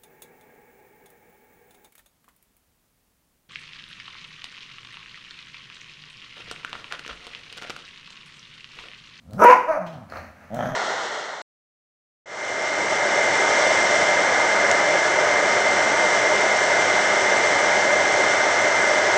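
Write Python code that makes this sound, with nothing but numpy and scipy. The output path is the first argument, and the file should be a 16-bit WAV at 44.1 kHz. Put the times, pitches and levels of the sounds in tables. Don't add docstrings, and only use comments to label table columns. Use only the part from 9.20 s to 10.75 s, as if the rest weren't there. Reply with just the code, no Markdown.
import sys
import numpy as np
from scipy import signal
from scipy.fft import rfft, irfft, next_fast_len
from scipy.io import wavfile
from scipy.ndimage import uniform_filter1d, minimum_filter1d

SR = 44100
rng = np.random.default_rng(int(sys.argv[2]) if len(sys.argv) > 2 else 0)


def put_to_file(sound):
    columns = np.atleast_2d(sound).T
    safe = np.clip(columns, -1, 1)
    whole_steps = np.round(safe * 32767)
    wavfile.write(sys.argv[1], SR, whole_steps.astype(np.int16))


N = 68355
T = np.arange(N) / SR

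# (time [s], pitch [Hz], throat level [dB], mouth level [dB], roughness [0-1])
WIND_UP = [(.02, 68.2, -61.5, -91.5, 0.29), (.05, 73.3, -57, -84, 0.35), (.1, 94.3, -40.5, -63, 0.45),
           (.145, 114.4, -34, -56.5, 0.41), (.175, 190, -30, -60, 0.2), (.2, 206.6, -29, -45.5, 0.16),
           (.22, 229, -40, -54, 0.03)]
BARK_ONSET = [(.182, 181.6, -41, -40.5, 0.36), (.2, 206.7, -22, -21.5, 0.42), (.212, 255, -21, -22, 0.11),
              (.222, 319, -8, -9.5, 0.47), (.233, 315.2, -15, -14.5, 0.44),
              (.241, 309.4, -14.5, -10.5, 0.38), (.249, 310.7, -1.5, -24, 0.9),
              (.258, 305, -31, -40.5, 0.21)]
BARK = [(.24, 440, -41.5, -17, 0.68), (.253, 472.8, -27, -20.5, 0.44), (.27, 478.3, -11, -9, 0.28),
        (.29, 491.6, -20, -18, 0.59), (.315, 500.6, -10.5, -14.5, 0.86), (.335, 494, -24.5, -18, 1),
        (.365, 420.7, -21, -47.5, 0.72)]
WHINE = [(.465, 285.2, -40, -54, .1), (.487, 321.9, -23.5, -27, 0.036), (.508, 320.2, -17.5, -29.5, 0.068),
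         (.523, 300, -36, -24, 0.11), (.55, 297.7, -21.5, -29, 0.31), (.575, 257.7, -29.5, -30.5, 0.48),
         (.6, 194, -42.5, -50, 0.22)]
GRUMBLE = [(.575, 207, -47.5, -65.5, 0.16), (.615, 179.9, -34.5, -34.5, 0.14),
           (.66, 169.9, -36, -44, 0.053), (.72, 167.5, -39, -81, .12), (.755, 135.8, -41.5, -52.5, 0.39),
           (.795, 125, -43.5, -54.5, 0.342), (.85, 88.6, -47.5, -53.5, 0.43), (.875, 81.4, -62, -56.5, .2)]
GROWL = [(1.305, 102.7, -38.5, -62, 0.043), (1.335, 115.1, -28.5, -49.5, 0.17),
         (1.365, 127.2, -28, -42.5, 0.33), (1.405, 125.6, -27.5, -41, 0.56),
         (1.43, 117.6, -29, -37.5, 0.73), (1.46, 118.7, -26.5, -36, 0.53), (1.49, 129.7, -33.5, -39, 0.89),
         (1.55, 123.2, -29, -42, 0.36)]
# (frequency [Hz], relative gain [dB])
WIND_UP_THROAT = [(30, -25), (70, 3.5), (170, -5), (230, -0.5), (350, -28), (520, -14), (680, -16.5),
                  (850, -27), (1200, -38.5), (4000, -80.5)]
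ONSET_THROAT = [(30, -61), (100, -40.5), (210, -15), (320, -13.5), (430, -2), (600, 0), (760, -8), (950, 2),
                (1150, -8), (2000, -33), (6000, -73)]
BARK_THROAT = [(30, -70), (130, -44.5), (250, -9), (340, -29.5), (430, -12), (590, -18.5), (720, 8.5),
               (850, 3), (1060, 8), (1200, -26), (2000, -62), (6000, -79.5)]
WHINE_THROAT = [(120, -29), (300, -18), (420, -30.5), (560, -1.5), (640, 3.5), (760, -1.5), (930, -24),
                (1300, -20), (4000, -69.5)]
GRUMBLE_THROAT = [(30, -40), (85, 12), (170, 10.5), (260, 5.5), (390, -15.5), (520, -6), (660, -1.5),
                  (800, 6), (950, -45), (1200, -30), (4000, -77)]
GROWL_THROAT = [(50, -11.5), (115, -3.5), (180, 10.5), (250, 0), (380, -16), (520, -5.5), (620, 5),
                (720, 0.5), (820, -7.5), (1050, -28.5), (2000, -29.5), (6000, -54.5)]
# (frequency [Hz], relative gain [dB])
ONSET_MOUTH = [(300, -29.5), (900, -9.5), (1320, 9.5), (1540, -4), (1750, -17.5), (2100, -17.5),
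               (2700, -29), (3300, -38), (4500, -46), (5650, -27), (6020, -23.5), (6400, -34), (7500, -47),
               (16000, -50)]
BARK_MOUTH = [(400, -40), (900, 4.5), (1350, 0.5), (1650, 3.5), (1900, -2), (2150, 0), (2400, -5.5),
              (2800, -9.5), (3250, -29), (4200, -29.5), (5400, -26), (6500, -26), (7500, -38.5),
              (12000, -46), (16000, -42.5)]
WHINE_MOUTH = [(400, -28), (900, 4), (1250, 3.5), (1600, -3.5), (1900, -11), (2350, -12.5), (3100, -42.5),
               (3900, -40.5), (4600, -32), (5100, -38.5), (6200, -27), (7800, -60.5), (9700, -40),
               (16000, -60.5)]
GROWL_MOUTH = [(400, -16), (1000, 6.5), (1350, 11), (1750, 6), (2100, -4), (2700, -16), (3200, -2),
               (4000, -20), (5000, -21), (6200, -8), (7800, -31), (10000, -31), (12200, -22.5),
               (16000, -43)]
NOSE = [(30, -18), (85, 10), (140, -8.5), (250, 2.5), (380, -10), (620, 1.5), (950, -6), (1350, -2.5),
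        (1800, -3.5), (2600, -12), (3400, -29.5), (4300, -21.5), (5200, -28.5), (6100, -22), (7800, -37),
        (16000, -34)]
# (time [s], pitch [Hz], fundamental level [dB], octave level [dB])
YELP = [(.243, 490, -27, -36), (.254, 474, -12, -7), (.268, 479, -12, -2), (.283, 486, -10, -8),
        (.3, 504, -9, -10), (.316, 502, -13, -11), (.326, 503, -27, -8), (.339, 504, -30, -7),
        (.351, 504, -40, -24)]
# (time [s], level [dB])
THROAT_CATCHES = [(1.39, -21), (1.4068, -17), (1.425, -21)]
PALATE_FLAPS = [(.9225, -27), (.936, -28), (.958, -30), (.966, -32), (.9718, -26)]
# (frequency [Hz], bandwidth per stage [Hz], gain [dB])
CATCH_MODES = [(720, 290, 1), (1274, 200, -10.5), (1720, 150, -12), (3210, 170, -22)]
FLAP_MODES = [(610, 490, -1), (1268, 240, -2), (4240, 410, -21)]
# (time [s], level [dB])
SNORT = [(.895, -50), (.92, -44), (.955, -40), (.98, -37.5), (1.02, -43.5), (1.07, -47), (1.15, -55.5),
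         (1.23, -50), (1.3, -51.5)]
HISS = [(.17, -70), (.21, -50), (.232, -52), (.243, -32.5), (.26, -49.5), (.32, -51.5)]
SCUFF = [(.658, -70), (.666, -42), (.688, -49.5), (.705, -65), (.74, -51.5)]
# (time [s], energy level [dB], ring frequency [Hz], crack gain [dB])
CLAW_TICKS = [(0.109, -77.5, 4000, -2), (0.1334, -74, 4400, 3), (.9, -65.5, 4350, -12),
              (0.9697, -64, 4380, -25), (1.3451, -65, 5420, 0), (1.36, -80, 3930, -7)]
# (time [s], level [dB], frequency [Hz])
BUMPS = [(.925, -42.5, 84.4)]
# (frequency [Hz], relative gain [dB])
HISS_SPECTRUM = [(2000, -40), (4500, -9.5), (6100, 1), (8000, 2.5), (10000, 1.5), (12000, 6), (13500, 0),
                 (16000, -4.5)]
SCUFF_SPECTRUM = [(300, 4.5), (1500, 6), (3000, 1), (4500, -5.5), (6200, -8.5), (8000, -19), (12000, -27),
                  (16000, -19)]
CRACK_SPECTRUM = [(500, -2), (3500, -4.5), (7000, -5.5), (10000, -9), (13000, -15.5), (16000, -8.5)]
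ROOM_SPECTRUM = [(50, -25), (200, 1), (600, 0), (1500, -0.5), (6000, 1.5), (16000, -3)]
BACKGROUND_SPECTRUM = [(25, -16), (45, -15), (85, 4.5), (150, 4.5), (240, 7.5), (400, -22), (1000, -16),
                       (3000, -21), (8000, -27.5), (16000, -33.5)]
# (frequency [Hz], time to decay by 60 dB [s], gain [dB])
ROOM_MODES = [(598, .4, -14), (1007, .5, -4)]


def voice(gesture, throat, mouth, mouth_air):
    roughness = np.clip(curve(gesture, column=4), 0, 1)
    pulses, air = glottis(gesture[0][0], curve(gesture), roughness)

    def blend(air_share):
        return np.sqrt(1 - air_share ** 2) * pulses + air_share * air

    throat_source = blend(roughness) * envelope(gesture, column=2)
    mouth_source = blend(np.clip(roughness + mouth_air, 0, 1)) * envelope(gesture, column=3)
    return colour(throat_source, throat) + colour(mouth_source, mouth)


def glottis(start_s, pitch_hz, roughness, jitter=.1, shimmer_db=6.5, puff_cycles=0.61, steady_air=0.33):
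    pulses, puffs = np.zeros(N), np.zeros(N)
    position = start_s * SR
    taps = np.arange(-8, 9)
    for period_draw, strength_draw in rng.standard_normal((256, 2)):
        i = int(position)
        if i + len(taps) >= N:
            break
        period = SR / pitch_hz[i] * np.exp(jitter * roughness[i] * period_draw)
        strength = undb(shimmer_db * roughness[i] * np.tanh(strength_draw))
        impulse = np.sinc(taps - position + i) * np.hanning(len(taps))
        pulses[i + taps] += strength * np.sqrt(period) * impulse
        puffs[i:] = strength * np.exp(-np.arange(N - i) / (puff_cycles * period))
        position += period
    airflow = steady_air + (1 - steady_air) * puffs * np.sqrt(2 / puff_cycles)
    return pulses, airflow * rng.standard_normal(N)


def yelp(waver=.009):
    wobble = uniform_filter1d(uniform_filter1d(rng.standard_normal(N), size=120), size=120)
    pitch_hz = curve(YELP) * (1 + waver * wobble / wobble.std())
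    phase = 2 * np.pi * np.cumsum(pitch_hz) / SR
    fundamental = envelope(YELP, column=2) * np.sin(phase)
    octave = envelope(YELP, column=3) * np.sin(2 * phase)
    return np.sqrt(2) * (fundamental + octave)


def airway_knocks(events, modes):
    pulses = np.zeros(N)
    for time_s, db in events:
        pulses[int(time_s * SR)] += undb(db) * SR * np.e / (2 * np.pi)
    return sum(undb(db) / width * ring_twice(pulses, hz, width) for hz, width, db in modes)


def snort():
    return shaped_noise(SNORT, NOSE) + airway_knocks(PALATE_FLAPS, FLAP_MODES)


def teeth_hiss():
    return shaped_noise(HISS, HISS_SPECTRUM)


def claws(decay_s=.002, width_hz=800):
    ticks = np.zeros(N)
    for time_s, db, hz, crack_db in CLAW_TICKS:
        burst = rng.standard_normal(N) * (T >= time_s) * np.exp(-np.abs(T - time_s) / decay_s)
        burst *= undb(db) * np.sqrt(SR / np.sum(burst ** 2))
        ticks += 2 * ring_twice(burst, hz, width_hz) + undb(crack_db) * colour(burst, CRACK_SPECTRUM)
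    return ticks


def furniture_bump(rise_s=0.0051, decay_s=0.086):
    swing = np.zeros(N)
    for time_s, db, hz in BUMPS:
        age = np.maximum(T - time_s, 0)
        amplitude = undb(db) * np.sqrt(2) * (1 - np.exp(-age / rise_s)) * np.exp(-age / decay_s)
        swing += amplitude * np.sin(2 * np.pi * hz * age)
    return swing


def paw_scuff():
    return shaped_noise(SCUFF, SCUFF_SPECTRUM)


def room_modes(sound):
    return sum(undb(db) * ring(sound, hz, np.log(1000) / np.pi / t60) for hz, t60, db in ROOM_MODES)


def reverberation(sound, low_t60_s=0.54, high_t60_s=0.47, crossover_hz=3500, build_s=0.007):
    noise = rng.standard_normal(N)
    low = signal.sosfilt(signal.butter(2, crossover_hz, fs=SR, output="sos"), noise)
    tail = low * undb(-60 * T / low_t60_s) + (noise - low) * undb(-60 * T / high_t60_s)
    tail *= 1 - np.exp(-(T / build_s) ** 2)
    size = 2 * next_fast_len(N)
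    transfer = rfft(tail / np.linalg.norm(tail), size) * bin_gains(ROOM_SPECTRUM, size)
    return irfft(rfft(sound, size) * transfer)[:N]


def background(level_db=-56):
    return undb(level_db) * colour(rng.standard_normal(N), BACKGROUND_SPECTRUM)


def undb(db):
    return 10 ** (np.asarray(db) / 20)


def curve(rows, column=1):
    rows = np.array(rows)
    return np.interp(T, rows[:, 0], rows[:, column])


def envelope(rows, column=1, fade_s=0.011):
    outside_s = np.maximum(rows[0][0] - T, 0) + np.maximum(T - rows[-1][0], 0)
    return undb(curve(rows, column)) * np.exp(-(outside_s / fade_s) ** 2)


def bin_gains(spectrum, size):
    hz, db = np.array(spectrum).T
    bin_hz = np.arange(size // 2 + 1) * SR / size
    return undb(np.interp(np.log(bin_hz + 1), np.log(hz), db))


def colour(sound, spectrum, size=4096):
    cepstrum = irfft(np.log(bin_gains(spectrum, size)))
    cepstrum[1:size // 2] *= 2
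    cepstrum[size // 2 + 1:] = 0
    response = irfft(np.exp(rfft(cepstrum)))
    return signal.fftconvolve(sound, response / np.linalg.norm(response))[:N]


def shaped_noise(levels, spectrum):
    return colour(envelope(levels) * rng.standard_normal(N), spectrum)


def ring(sound, hz, width_hz):
    return signal.lfilter(*signal.iirpeak(hz, hz / width_hz, fs=SR), sound)


def ring_twice(sound, hz, width_hz):
    return ring(ring(sound, hz, width_hz), hz, width_hz)


def scene(dog_send_db=-7, yelp_send_db=-13, paw_send_db=-0.5):
    dog = (voice(WIND_UP, WIND_UP_THROAT, ONSET_MOUTH, mouth_air=0.27)
           + voice(BARK_ONSET, ONSET_THROAT, ONSET_MOUTH, mouth_air=0.3)
           + voice(BARK, BARK_THROAT, BARK_MOUTH, mouth_air=0.11)
           + voice(WHINE, WHINE_THROAT, WHINE_MOUTH, mouth_air=0.4)
           + voice(GRUMBLE, GRUMBLE_THROAT, WHINE_MOUTH, mouth_air=0.4)
           + voice(GROWL, GROWL_THROAT, GROWL_MOUTH, mouth_air=0.87)
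           + airway_knocks(THROAT_CATCHES, CATCH_MODES) + snort() + teeth_hiss())
    tone = yelp()
    paws = claws() + furniture_bump() + paw_scuff()
    room_send = undb(dog_send_db) * dog + undb(yelp_send_db) * tone + undb(paw_send_db) * paws
    room = room_modes(dog + tone) + reverberation(room_send)
    return (dog + tone + paws + room + background())[None]


def record(dry, ceiling=1, hold_s=.005, cutoff_hz=15700):
    window = int(hold_s * SR)
    needed_gain = ceiling / np.maximum(np.abs(dry), ceiling)
    smooth_gain = uniform_filter1d(minimum_filter1d(needed_gain, window), window)
    lowpass = signal.ellip(10, .2, 80, cutoff_hz, fs=SR, output="sos")
    return signal.sosfilt(lowpass, dry * smooth_gain)


dry = scene()
out = record(dry)
put_to_file(out)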